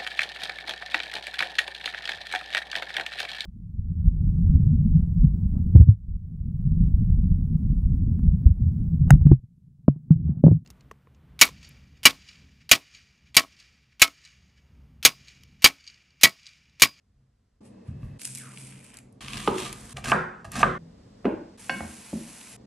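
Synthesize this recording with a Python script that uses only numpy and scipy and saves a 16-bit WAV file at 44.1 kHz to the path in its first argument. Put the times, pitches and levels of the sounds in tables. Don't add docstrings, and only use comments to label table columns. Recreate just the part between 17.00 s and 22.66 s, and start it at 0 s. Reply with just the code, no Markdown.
import sys
import numpy as np
from scipy import signal
from scipy.fft import rfft, irfft, next_fast_len
from scipy.io import wavfile
from scipy.ndimage import uniform_filter1d

SR = 44100
rng = np.random.default_rng(int(sys.argv[2]) if len(sys.argv) > 2 else 0)


def wav_out(sig):
    wavfile.write(sys.argv[1], SR, np.round(np.clip(np.atleast_2d(sig).T, -1, 1) * 32767).astype(np.int16))


def volts(x):
    e = np.asarray(x, float) / 20
    return 10 ** e


N = 249606

# (time [s], blade level [dB], blade contact [ms], board level [dB], clatter level [dB])
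CHOPS = [
    (2.964, -53, 0.19, -51.5, -50.5),
    (3.1175, -12, 0.28, -25.5, -6.5),
    (3.446, -65, 0.59, -47.5, -71.5),
    (3.629, -10.5, 0.42, -25.5, -9),
]
# (frequency [Hz], level [dB], t60 [s])
BLADE = [(674, -6, 0.11), (736, -12, 0.067), (920, -3.5, 0.045), (1013, -4.5, 0.036), (1078, 0, 0.012),
         (1193, 3.5, 0.09), (1249, -8.5, 0.058), (1335, -12, 0.1), (1534, -10, 0.12), (1626, -2.5, 0.045),
         (1770, -15, 0.12), (2310, -11.5, 0.086), (2553, -7.5, 0.025), (3160, -18, 0.014)]
# (frequency [Hz], level [dB], t60 [s])
BOARD = [(133.9, -26, 0.29), (165, -7.5, 0.96), (205.3, -10.5, 0.25), (240, -10.5, 0.12), (365, -1, 0.22),
         (568, 5.5, 0.11), (675, -3, 0.16)]
# (frequency [Hz], level [dB])
CHOP_FAR = [(480, -3.5), (650, -4), (900, -6), (1150, 1), (1500, -3.5), (1850, -3), (2200, -11.5),
            (2700, -18.5), (3500, -23), (6000, -44)]


def chopping():
    return blows(CHOPS, BLADE, BOARD, lower_ms=1.76, clatter_ms=2.72, far_db=-4,
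                 grip=(1.35, 2.8, -0.21), far=CHOP_FAR)


# (time [s], hold [s], treble level [dB], middle level [dB])
DICE = [
    (2.968, 0.017, -42.5, -42),
    (3.043, 0.072, -31.5, -41.5),
    (3.444, 0.0013, -43, -39),
    (3.518, 0.051, -42, -71),
    (3.556, 0.062, -32.5, -37),
]
# (frequency [Hz], density [dB per Hz])
DICE_TONE = [(240, -42), (400, 15.5), (738, 24), (953, 6), (1210, 10.5), (1420, -6), (1590, 1), (2470, -18),
             (2690, -11.5), (3020, -21), (8770, -23.5), (12000, -31.5), (15600, -56), (22000, -120)]


def dicing():
    return crushing(DICE, (2800, 87, 890), DICE_TONE, split_hz=2530, song_db=2.7)


# (time [s], hold [s], treble level [dB], middle level [dB])
SLICE = [
    (2.21, 0.089, -57.5, -47.5),
    (2.35, 0.0012, -49, -41),
    (2.41, 0.061, -50.5, -45),
    (2.51, 0.11, -60.5, -84),
    (2.59, 0.078, -47, -39.5),
    (2.76, 0.087, -56.5, -82),
    (2.91, 0.026, -51, -55.5),
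]
# (frequency [Hz], density [dB per Hz])
SLICE_TONE = [(290, -9), (500, 0), (619, -28), (688, 6), (786, -8), (1190, 5), (1430, -8), (1590, 0),
              (3220, 5.5), (4990, -6), (9450, 0.5), (12000, -8.5), (15600, -42), (22000, -120)]


def slicing():
    return crushing(SLICE, (280, 0, 290), SLICE_TONE, split_hz=5500, song_db=0.97)


def crushing(rows, pace, tone, split_hz, song_db):
    noise = grains(650, 4.6, 1.6, bed=.85)
    song = sum(volts(g) * signal.lfilter(*signal.iirpeak(f, 22., SR), noise) for f, g, _ in BLADE)
    return rubbing(rows, pace, tone, split_hz, noise + volts(song_db) * song)


# (time [s], edge level [dB], edge contact [ms], slab level [dB], clatter level [dB])
LANDING = [
    (2.474, -22, 0.077, -17, -14),
]
# (frequency [Hz], level [dB], t60 [s])
EDGE = [(814, 5, 0.046), (1218, 2.5, 0.087), (1494, -7, 0.017), (1900, -12, .02), (2610, -2, 0.026),
        (5100, -24, 0.011)]
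# (frequency [Hz], level [dB], t60 [s])
SLAB = [(181, -8, 0.17), (207, -13, 0.089), (293, -15, 0.086), (314, -2.5, 0.072), (371.5, -0.5, 0.21),
        (399, 0, 0.077), (460, 0, 0.085), (580, -3, 0.052)]


def landing():
    return blows(LANDING, EDGE, SLAB, lower_ms=0.75, clatter_ms=4.0, far_db=-8.5, grip=(1.5, 4.3, -0.034))


# (time [s], blade level [dB], blade contact [ms], onion level [dB], clatter level [dB])
DROPS = [
    (.881, -59, 0.41, -36.5, -61),
    (1.03, -81, 0.3, -38, -54),
]
# (frequency [Hz], level [dB], t60 [s])
ONION = [(72, -50, 0.18), (84.5, 10, 0.062), (136, 12.5, 0.076), (178.5, -0.5, 0.59), (219, 1, 0.042)]


def onion_drops():
    return blows(DROPS, BLADE, ONION, lower_ms=2.1, clatter_ms=4.3)


# (time [s], hold [s], treble level [dB], middle level [dB])
PEEL = [
    (.655, 0.015, -65, -71),
    (.878, 0.0072, -72.5, -66),
    (1.21, 0.0074, -48, -63),
    (1.245, 0.025, -44.5, -61),
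    (1.31, 0.1, -48, -68),
    (1.42, 0.15, -57, -61.5),
    (1.58, 0.11, -53, -60.5),
    (1.72, 0.084, -61, -61.5),
    (1.84, 0.06, -59, -62),
    (1.94, 0.042, -66, -58),
]
# (frequency [Hz], density [dB per Hz])
PEEL_TONE = [(350, -45), (600, 5), (715, 0), (991, 6.5), (1070, -3), (1270, 2.5), (1920, 4), (2410, 9.5),
             (4030, -8), (6410, -5), (8450, 3), (11300, -3), (12000, -19.5), (15600, -27), (22000, -120)]


def peeling():
    return rubbing(PEEL, (490, 0, 430), PEEL_TONE, 4200, grains(900, 2.2, 1.0, bed=1.0))


# (time [s], peak level [dB])
FLESH_SNAPS = [(1.0236, -57), (1.1947, -39), (2.2079, -33), (2.2827, -23), (2.3336, -21), (2.3715, -25),
               (2.581, -26), (2.7277, -30), (2.9696, -25), (3.0415, -27), (3.0565, -24), (3.0744, -27),
               (3.4446, -36), (3.5553, -24), (3.5994, -30), (5.4121, -37)]
# (time [s], peak level [dB])
SKIN_SNAPS = [(1.2166, -25), (1.2521, -16), (1.2744, -26), (1.3498, -23.5), (1.3564, -26), (1.3734, -29),
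              (1.3844, -31), (1.8447, -39), (1.9415, -34), (1.9701, -31), (1.9874, -34), (2.1256, -51),
              (2.7277, -23), (3.5184, -29)]
# (time [s], peak level [dB])
HOLLOW_SNAPS = [
    (1.2166, -35),
    (1.2521, -34.5),
    (1.357, -38),
    (1.378, -36),
    (1.5738, -33.5),
    (1.724, -42.5),
    (1.9874, -40),
]
# (time [s], peak level [dB])
LOW_SNAPS = [
    (1.2744, -42),
    (1.293, -48),
    (1.439, -55),
    (1.455, -40),
    (1.51, -48),
]
# (time [s], peak level [dB])
CRUNCHES = [
    (2.300, -37),
    (2.378, -25.5),
    (2.403, -28),
    (2.5575, -36),
    (2.602, -32),
    (2.622, -32),
    (2.652, -28),
    (2.695, -30),
    (2.731, -31),
]


def onion_snaps():
    return (snaps(FLESH_SNAPS, 2500, 1.8) + snaps(SKIN_SNAPS, 9400, 2.1) + snaps(HOLLOW_SNAPS, 2450, 4.1)
            + snaps(LOW_SNAPS, 1630, 3.5) + snaps(CRUNCHES, 2860, 1.4))


def snaps(table, centre_hz, sharpness):
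    out, t = np.zeros((2, N)), np.arange(400) / SR
    for s, peak_db in table:
        burst = rng.standard_normal((2, 400)) * (np.exp(-t / .0008) + .3 * np.exp(-t / .005))
        burst = signal.lfilter(*signal.iirpeak(centre_hz, sharpness, SR), burst)
        start = int(s * SR)
        out[:, start:start + 400] += volts(peak_db) * burst / np.abs(burst[0]).max()
    return out


# (time [s], level [dB], resonance [Hz])
TEAR = [
    (1.33, -66, 2450),
    (1.38, -57, 2500),
    (1.405, -54, 1800),
    (1.435, -51, 1450),
    (1.465, -53, 1280),
    (1.49, -57, 1250),
    (1.51, -56, 1350),
    (1.56, -63, 1100),
]


def tearing():
    s, _, hz = np.transpose(TEAR)
    phase = 2 * np.pi * np.cumsum(np.interp(np.arange(N) / SR, s, hz)) / SR
    out = 0
    for ratio, db in ((1, 0), (1.5, -7)):
        width_hz = 160 * ratio
        slow = signal.lfilter(*signal.butter(2, width_hz, fs=SR), grains(340, 4.6, 5.7, bed=1.0))
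        strand = slow[0] * np.cos(ratio * phase) + slow[1] * np.sin(ratio * phase)
        out = out + volts(db) * strand / slow.std()
    return curve(TEAR) * out


def curve(rows):
    t = np.arange(N) / SR
    s, db = np.transpose(rows)[:2]
    gain = volts(np.interp(t, s, db)) * (t >= s[0]) * (t <= s[-1])
    return uniform_filter1d(gain, 200)


# (time [s], bowl level [dB], bowl contact [ms], stove level [dB], clatter level [dB])
SETDOWN = [
    (4.244, -54, .8, -63, -31),
    (4.252, -14.5, 0.66, -64, -20),
]
# (frequency [Hz], level [dB], t60 [s])
BOWL = [(170, -7.5, 0.13), (232, -7, 0.16), (272, 0.5, 0.16), (314, -9.5, 0.049), (377, 1.5, 0.098),
        (485, -4, 0.044), (687, -3, 0.039), (770, -17, 0.019), (1240, -13.5, 0.03), (1480, -19.5, .02),
        (2200, -20, .02), (2710, -20.5, .02), (3220, -35, .01), (6800, -52, .01)]
# (frequency [Hz], level [dB], t60 [s])
STOVE = [(73.5, -15, 0.5), (170, -31.5, 0.28), (237.6, 4, 0.41), (319, -5, 0.45), (377, -2, 0.087),
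         (518, 5.5, 0.072), (780, 14, 0.029), (950, -34, 0.046)]
# (frequency [Hz], level [dB])
BOWL_FAR = [(170, -4.5), (260, -1), (400, -0.5), (650, -11.5), (1000, -17.5), (1900, -28.5), (2800, -30),
            (3300, -40.5), (6800, -62)]


def bowl_setdown():
    return blows(SETDOWN, BOWL, STOVE, lower_ms=5.3, clatter_ms=8.5, far_db=2.0,
                 grip=(1.7, 8.5, -4), far=BOWL_FAR)


# (time [s], pan level [dB], pan contact [ms], stove level [dB], clatter level [dB])
KNOCKS = [
    (4.6943, -15.5, 0.22, -44, -30),
    (4.70, -41, 0.31, -76, -33),
]
# (frequency [Hz], level [dB], t60 [s])
PAN = [(534, -15, 0.21), (774, -6, 0.092), (1044, -17.5, 0.28), (1570, 3, 0.039), (1575, -9.5, 0.33),
       (1830, -6.5, .06), (2090, -7.5, 0.021), (2212, -13.5, 0.56), (2510, -10, .06), (2700, -1.5, 0.022),
       (2902, -13.5, .6), (3400, -18, 0.13), (4450, -15.5, 0.23), (5450, -13.5, 0.067)]
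# (time [s], pan level [dB], contact [ms], stove level [dB], clatter level [dB])
TWIN_KNOCK = [
    (4.6953, -33, 0.17, -88, -57),
]
# (frequency [Hz], level [dB], t60 [s])
PAN_TWINS = [(558, -1, .15), (714, -5, .2), (1070, -6, 0.26), (1280, -23, 0.074), (1584, -2.5, 0.23),
             (1950, -11, .08), (2170, -10, 0.4), (2400, -16, .07), (2920, -10, .3)]


def pan_knocks():
    mute_s, mute_ms = 4.8, 49
    still = np.exp(-np.clip(np.arange(N) / SR - mute_s, 0, 1) * 1000 / mute_ms)
    grip = (1.6, 7.2, -6)
    main = blows(KNOCKS, PAN, STOVE, lower_ms=0.29, clatter_ms=9.5, far_db=-2.5, grip=grip)
    twins = blows(TWIN_KNOCK, PAN_TWINS, STOVE, lower_ms=0.3, clatter_ms=5.0, far_db=-2.5, grip=grip)
    return still * (main + twins)


# (time [s], wood level [dB], wood contact [ms], stove level [dB], clatter level [dB])
SPOON = [
    (4.806, -27.5, .3, -41, -30),
    (4.86, -56, .5, -50, -52),
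]
# (frequency [Hz], level [dB], t60 [s])
WOOD = [(332, -27, 0.04), (541, -5.5, 0.057), (816, 4.5, 0.019), (1000, -3.5, 0.018), (1520, -11.5, 0.026),
        (2000, -11, 0.04), (3000, -34, .01)]


def spoon_taps():
    return blows(SPOON, WOOD, STOVE, lower_ms=1.8, clatter_ms=3.2)


# (time [s], spoon level [dB], spoon contact [ms], floor level [dB], clatter level [dB])
BUMP = [
    (5.128, -33, 0.92, -28, -42),
]
# (frequency [Hz], level [dB], t60 [s])
BUMP_EDGE = [(330, -6, 0.026), (594, 1, 0.04), (730, -7, .025), (865, 2, .04), (1290, -15, .015)]
# (frequency [Hz], level [dB], t60 [s])
PAN_FLOOR = [(73, -12, 0.14), (171, -0.5, 0.22), (225.3, 0.5, 0.22), (252.5, -2.5, 0.15), (321, 0, 0.087),
             (384, -4, 0.16), (538, -2.5, .08)]


def spoon_bump():
    return blows(BUMP, BUMP_EDGE, PAN_FLOOR, lower_ms=1.55, clatter_ms=4.0, far_db=-1.5, grip=(3.0, 50, 0))


# (time [s], hold [s], treble level [dB], middle level [dB])
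SIZZLE = [
    (4.6, 0.93, -55, -54.5),
]
# (frequency [Hz], density [dB per Hz])
SIZZLE_TONE = [(290, -15), (500, -1.5), (726, -7), (786, -9), (874, 2), (1190, -9.5), (2500, 3), (3480, -4),
               (11100, -4.5), (12000, -17), (15600, -40), (22000, -120)]


def sizzling():
    return rubbing(SIZZLE, (450, 0, 110), SIZZLE_TONE, 8000, grains(1500, 7.0, 1.0, bed=1.7))


# (time [s], upper level [dB], upper contact [ms], lower level [dB], clatter level [dB])
THUMP = [
    (4.79, -38.5, 6.0, -80, -81),
]
# (frequency [Hz], level [dB], t60 [s])
STAND = [(67, -5, .25), (82, 2, 0.23)]


def stand_thump():
    return blows(THUMP, STAND, STAND, lower_ms=6.0, clatter_ms=4.0, far_db=-1, grip=(25, 50, 0))


def blows(table, upper, lower, lower_ms, clatter_ms, far_db=0, grip=(.3, 50, 0), far=None):
    out, ms = np.zeros((2, N + SR)), np.arange(SR * 3 // 5) * 1000 / SR
    spread_ms, free_ms, damped_db = grip
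    shape = np.clip(ms / spread_ms, 0, 1) ** 2 * volts(damped_db * np.clip(ms - free_ms, 0, 1))
    for s, upper_db, upper_ms, lower_db, clatter_db in table:
        thin = ring(upper_db, upper_ms, upper) * volts([[0], [far_db]])
        low = ring(lower_db, lower_ms, lower)
        y = low + shape * (thin + clatter(clatter_db, upper, clatter_ms))
        if far:
            y[1] = low + clatter(clatter_db + far_db, far, clatter_ms)
        start = int(s * SR)
        out[:, start:start + y.shape[1]] += y
    return out[:, :N]


def ring(db, contact_ms, modes):
    t = np.arange(SR * 3 // 5) / SR
    y = np.zeros(len(t))
    for k, (hz, mode_db, t60) in enumerate(modes):
        luck_db, detune = rng.standard_normal(2)
        decay = np.exp(-np.log(1000) * t / max(t60, .01))
        tone = np.sin(2 * np.pi * hz * (1 + 0.002 * detune) * t)
        y += (-1) ** k * volts(mode_db + luck_db) * decay * tone
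    push = np.sin(np.pi * np.clip(t[:400] * 1000 / max(contact_ms, .05), 0, 1))
    return volts(db) * np.convolve(y, push / push.sum())[:len(t)]


def clatter(db, modes, ms):
    size = 2048
    t = np.arange(size) / SR
    tone = [(modes[0][0] / 2, -30)] + [mode[:2] for mode in modes] + [(modes[-1][0] * 2, -60)]
    fold = irfft(on_log(np.arange(size // 2 + 1) * SR / size, tone) * np.log(10) / 20)
    fold[1:size // 2], fold[size // 2:] = 2 * fold[1:size // 2], 0
    click = irfft(np.exp(rfft(fold)))
    click = click / np.abs(click).max()
    contacts = even(rng.standard_normal(size) * np.exp(-t * 1000 / ms), 40, 8000) * np.exp(-t * 300 / ms)
    rattle = volts(-16.0) * np.convolve(contacts, click)[:size]
    return volts(db + 5.0) * np.pad(click + rattle, (0, SR * 3 // 5 - size))


def rubbing(rows, pace, tone, split_hz, noise):
    treble = swells(rows, 2, *pace) * colour(noise, tone, lo_hz=split_hz)
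    middle = swells(rows, 3, *pace) * colour(noise, tone, hi_hz=split_hz)
    return treble + middle


def grains(rate_hz, spread_db, ms, bed):
    sizes_db = spread_db * np.minimum(rng.exponential(size=N), 2)
    kicks = (rng.random(N) < rate_hz / SR) * volts(sizes_db)
    glow = signal.lfilter([1], [1, -np.exp(-1000 / (ms * SR))], kicks)
    return (bed + glow / np.sqrt(np.mean(glow ** 2))) * rng.standard_normal((2, N))


def swells(rows, column, rise_db_s, growth_db_s, fall_db_s):
    t, gain = np.arange(N) / SR, np.zeros(N)
    cuts = [view[0] for view in VIEWS] + [N / SR]
    for row in rows:
        k, end = np.searchsorted(cuts, row[0]), row[0] + row[1]
        a, b = int(cuts[k - 1] * SR), int(cuts[k] * SR)
        now = t[a:b]
        lost_db = rise_db_s * np.maximum(row[0] - now, 0) + growth_db_s * np.maximum(end - now, 0)
        lost_db += fall_db_s * np.maximum(now - end, 0)
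        gain[a:b] += volts(row[column] - lost_db)
    return gain


def on_log(hz, points):
    f, v = np.transpose(points)
    return np.interp(np.log(np.maximum(hz, 1)), np.log(f), v)


def colour(x, points, lo_hz=0, hi_hz=30000):
    size = next_fast_len(x.shape[-1])
    hz = np.arange(size // 2 + 1) * SR / size
    edges = np.sqrt((1 + (lo_hz / (hz + 1)) ** 8) * (1 + (hz / hi_hz) ** 8))
    y = irfft(rfft(x, size) * volts(on_log(hz, points)) / edges, size)[..., :x.shape[-1]]
    return y / np.sqrt(np.mean(y ** 2))


def even(x, fine_hz, broad_hz):
    spectrum = rfft(x)
    power = np.abs(spectrum) ** 2
    fine, broad = (uniform_filter1d(power, int(hz * x.shape[-1] / SR) + 1) for hz in (fine_hz, broad_hz))
    return irfft(spectrum * np.sqrt(broad / fine), x.shape[-1])


# (frequency [Hz], t60 [s])
ROOM_T60 = [(100, 0.76), (400, 0.43), (1200, 0.62), (3000, 0.48), (8000, 0.37), (11500, 0.22)]
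# (frequency [Hz], level [dB])
ROOM_TONE = [(250, 0.5), (450, 0.5), (700, -1), (1200, -0.5), (1500, -0.5), (1850, -4), (2150, -1),
             (3000, -4), (6000, -0.5)]
# (frequency [Hz], side minus mid [dB])
ROOM_WIDTH = [(100, -32.5), (250, -17), (400, -18.5), (650, 0.5), (1200, -2.5), (2200, -12), (5000, -10.5)]


def room():
    lean_hz, dip_db, wall_ms, wall_db = 1145, -6, 14.4, -4.5
    size = SR * 3 // 4
    f, t, z = signal.stft(rng.standard_normal((2, size)), SR, nperseg=256)
    z = z * np.exp(-np.log(1000) * t / on_log(f, ROOM_T60)[:, None])
    z[0] *= volts(dip_db * np.exp(-(np.log((f + 1) / lean_hz) / .16) ** 2))[:, None]
    z *= volts(on_log(f, ROOM_TONE))[:, None]
    z[1] *= volts(on_log(f, ROOM_WIDTH))[:, None]
    echo = even(signal.istft(z, SR, nperseg=256)[1][:, :size], 50, 250)
    echo = echo * np.clip((np.arange(size) / SR - .003) / 0.0016, 0, 1)
    echo = echo / np.sqrt(np.sum(echo[0] ** 2))
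    echo[0, int(wall_ms * SR / 1000):][:8] += volts(wall_db) * np.hanning(8) / 3.5
    return echo


def widen(x, treble_db):
    size = next_fast_len(x.shape[-1])
    hz = np.arange(size // 2 + 1) * SR / size
    width = ROOM_WIDTH[:2] + [(500, treble_db / 2), (1200, treble_db / 2 - 2.5), (2200, treble_db - 16.0),
                              (5000, treble_db + 1.5), (7000, -8.5), (11500, -5.5)]
    side = irfft(rfft(x[1], size) * volts(on_log(hz, width)), size)
    return np.array([x[0], side[:x.shape[-1]]])


def ports(mid):
    lean_hz, lean_db, lead_hz, lead_rad = 1145, -3, 6310, 1.15
    hz = np.arange(N // 2 + 1) * SR / N + 1
    lean = np.tanh(lean_db / 17.4) * np.exp(-(np.log(hz / lean_hz) / .45) ** 2)
    lead = np.tan(lead_rad / 2) / (1 + (lead_hz / hz) ** 10)
    return irfft(rfft(mid) * (lean - 1j * lead), N)


# (time [s], hold [s], boom level [dB], drone level [dB], deep level [dB])
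LOADS = [(.19, 0.036, -61, -77, -91), (1.04, 0.0056, -78, -83, -41.5), (1.29, 0.5, -50, -58.5, -100),
         (2.24, 0.025, -47.5, -52, -51), (2.35, 0.046, -42.5, -43, -48), (2.49, 0.017, -38.5, -34, -46.5),
         (2.64, 0.22, -53.5, -51.5, -55), (2.95, 0.03, -43.5, -71, -44.5), (3.08, 0.083, -40, -35, -42.5),
         (3.45, 0.0055, -53.5, -83, -41.5), (3.575, 0.11, -38, -36.5, -38.5), (3.82, 0.29, -75, -67, -63),
         (4.26, 0.037, -57, -58, -47.5), (4.72, 0.11, -54, -39, -60), (5.165, 0.028, -56, -47, -74)]
# (time [s], level [dB])
WHINE = [
    (.61, -78),
    (.8, -73.5),
    (1.18, -66.5),
]
# (frequency [Hz], sharpness [Q], level [dB])
WHINE_LINES = [(1830, 6.2, -9.5), (2570, 51, -6)]


def worktop():
    noise = rng.standard_normal((4, N))
    boom = signal.lfilter(*signal.iirpeak(133, 12., SR), noise[0])
    motor = 3.4 * np.sin(2 * np.pi * 132.0 * np.arange(N) / SR)
    boom = boom / boom.std() + motor
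    drone = signal.lfilter(*signal.iirpeak(215, 1.5, SR), noise[1])
    drone = signal.lfilter(*signal.iirpeak(215, 3.5, SR), drone)
    deep = colour(noise[2], [(15, -38.5), (30, -10.0), (45, -6.5), (75, -11.0), (110, -9.5), (300, -59.5)])
    whine = sum(volts(g) * signal.lfilter(*signal.iirpeak(hz, q, SR), noise[3]) for hz, q, g in WHINE_LINES)
    loaded = 0
    for column, y in enumerate((boom, drone, deep), 2):
        loaded = loaded + swells(LOADS, column, 336, 0, 147.5) * y / y.std()
    traffic = volts(-66) * deep
    return loaded + traffic + curve(WHINE) * whine / whine.std()


# (frequency [Hz], density [dB per Hz])
HUM = [(13, -41.5), (22, -34.5), (37, -24.5), (130, 1.5), (148, -4.5), (167, -29.5), (184, 4), (233, 1.5),
       (354, -11.5), (478, -9), (529, -14), (604, -15.5), (668, -19.5), (1200, -27), (1560, -62.5),
       (2640, -120)]


def room_hum():
    return colour(rng.standard_normal((2, N)), HUM)


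# (frequency [Hz], density [dB per Hz])
HISS = [(410, -46), (700, -1), (877, -13), (965, -6), (1950, -7.5), (2300, -10.5), (7730, -16),
        (12000, -36.5), (15600, -52), (22000, -120)]


def room_hiss():
    duck_db, in_s, out_s = -7.5, .05, .6
    since = np.maximum(np.arange(N) / SR - np.array([[CHOPS[1][0]], [CHOPS[3][0]]]), 0)
    dip = np.max((1 - np.exp(-since / in_s)) * np.exp(-since / out_s), axis=0)
    return colour(rng.standard_normal((2, N)), HISS) * volts(duck_db * dip)


# (time [s], hum level [dB], hiss level [dB], treble side minus mid [dB], echo level [dB])
VIEWS = [
    (0, -76.5, -85, 0, -8),
    (0.604, -50.5, -74, 4, -5),
    (1.187, -55, -77, 0, -3),
    (2.205, -51.5, -54.5, -3, -6),
    (2.936, -52.5, -64.5, -21, -3.5),
    (3.443, -54.5, -61, -18, -2.5),
    (3.783, -53.5, -65, 5, -5),
    (4.572, -55, -57, -6, -6),
    (5.569, -50.5, -69, 3, 8),
]
ECHO_FALL_DB_S = [0, 2, 24, -2.5, -2.5, -1.5, 7, 16, 0]


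def scene():
    hits = chopping() + landing() + onion_drops() + bowl_setdown()
    hits = hits + pan_knocks() + spoon_taps() + spoon_bump() + stand_thump()
    rubs = dicing() + slicing() + peeling() + onion_snaps() + sizzling()
    centre = (hits[0] + tearing() + worktop()) * np.array([[1], [0]])
    echo, hum, hiss = room(), room_hum(), room_hiss()
    age_s = np.arange(echo.shape[1]) / SR
    edges = [int(view[0] * SR) for view in VIEWS] + [N]
    out, cut_s, rub_room_db = np.zeros((2, N)), 0.0058, -10
    for view, fall_db_s, a, b in zip(VIEWS, ECHO_FALL_DB_S, edges, edges[1:]):
        _, hum_db, hiss_db, width_db, echo_db = view
        sent = volts(echo_db) * hits[1, a:b] + volts(rub_room_db) * rubs[0, a:b]
        wet = signal.fftconvolve(sent[None], echo * volts(-fall_db_s * age_s), axes=1)[:, :b - a]
        tone = volts(hum_db) * hum[:, a:b] + volts(hiss_db) * hiss[:, a:b]
        spread = widen(rubs[:, a:b] + tone, width_db)
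        n = np.arange(b - a)
        fade = np.clip(np.minimum(n, n[::-1]) / (cut_s * SR), 0, 1)
        out[:, a:b] = (wet + spread + centre[:, a:b]) * fade
    side = out[1] + ports(out[0])
    return np.array([out[0] + side, out[0] - side])


def low_pass(x):
    return signal.sosfilt(signal.butter(12, 12380, fs=SR, output="sos"), x)


def record(dry):
    low_hz, top_hz = 37, 11850
    body = signal.sosfilt(signal.butter(3, low_hz, "high", fs=SR, output="sos"), dry)
    mix = signal.sosfilt(signal.ellip(8, .2, 70, top_hz, fs=SR, output="sos"), body)
    return low_pass(mix)


dry = scene()
out = record(dry)
wav_out(out)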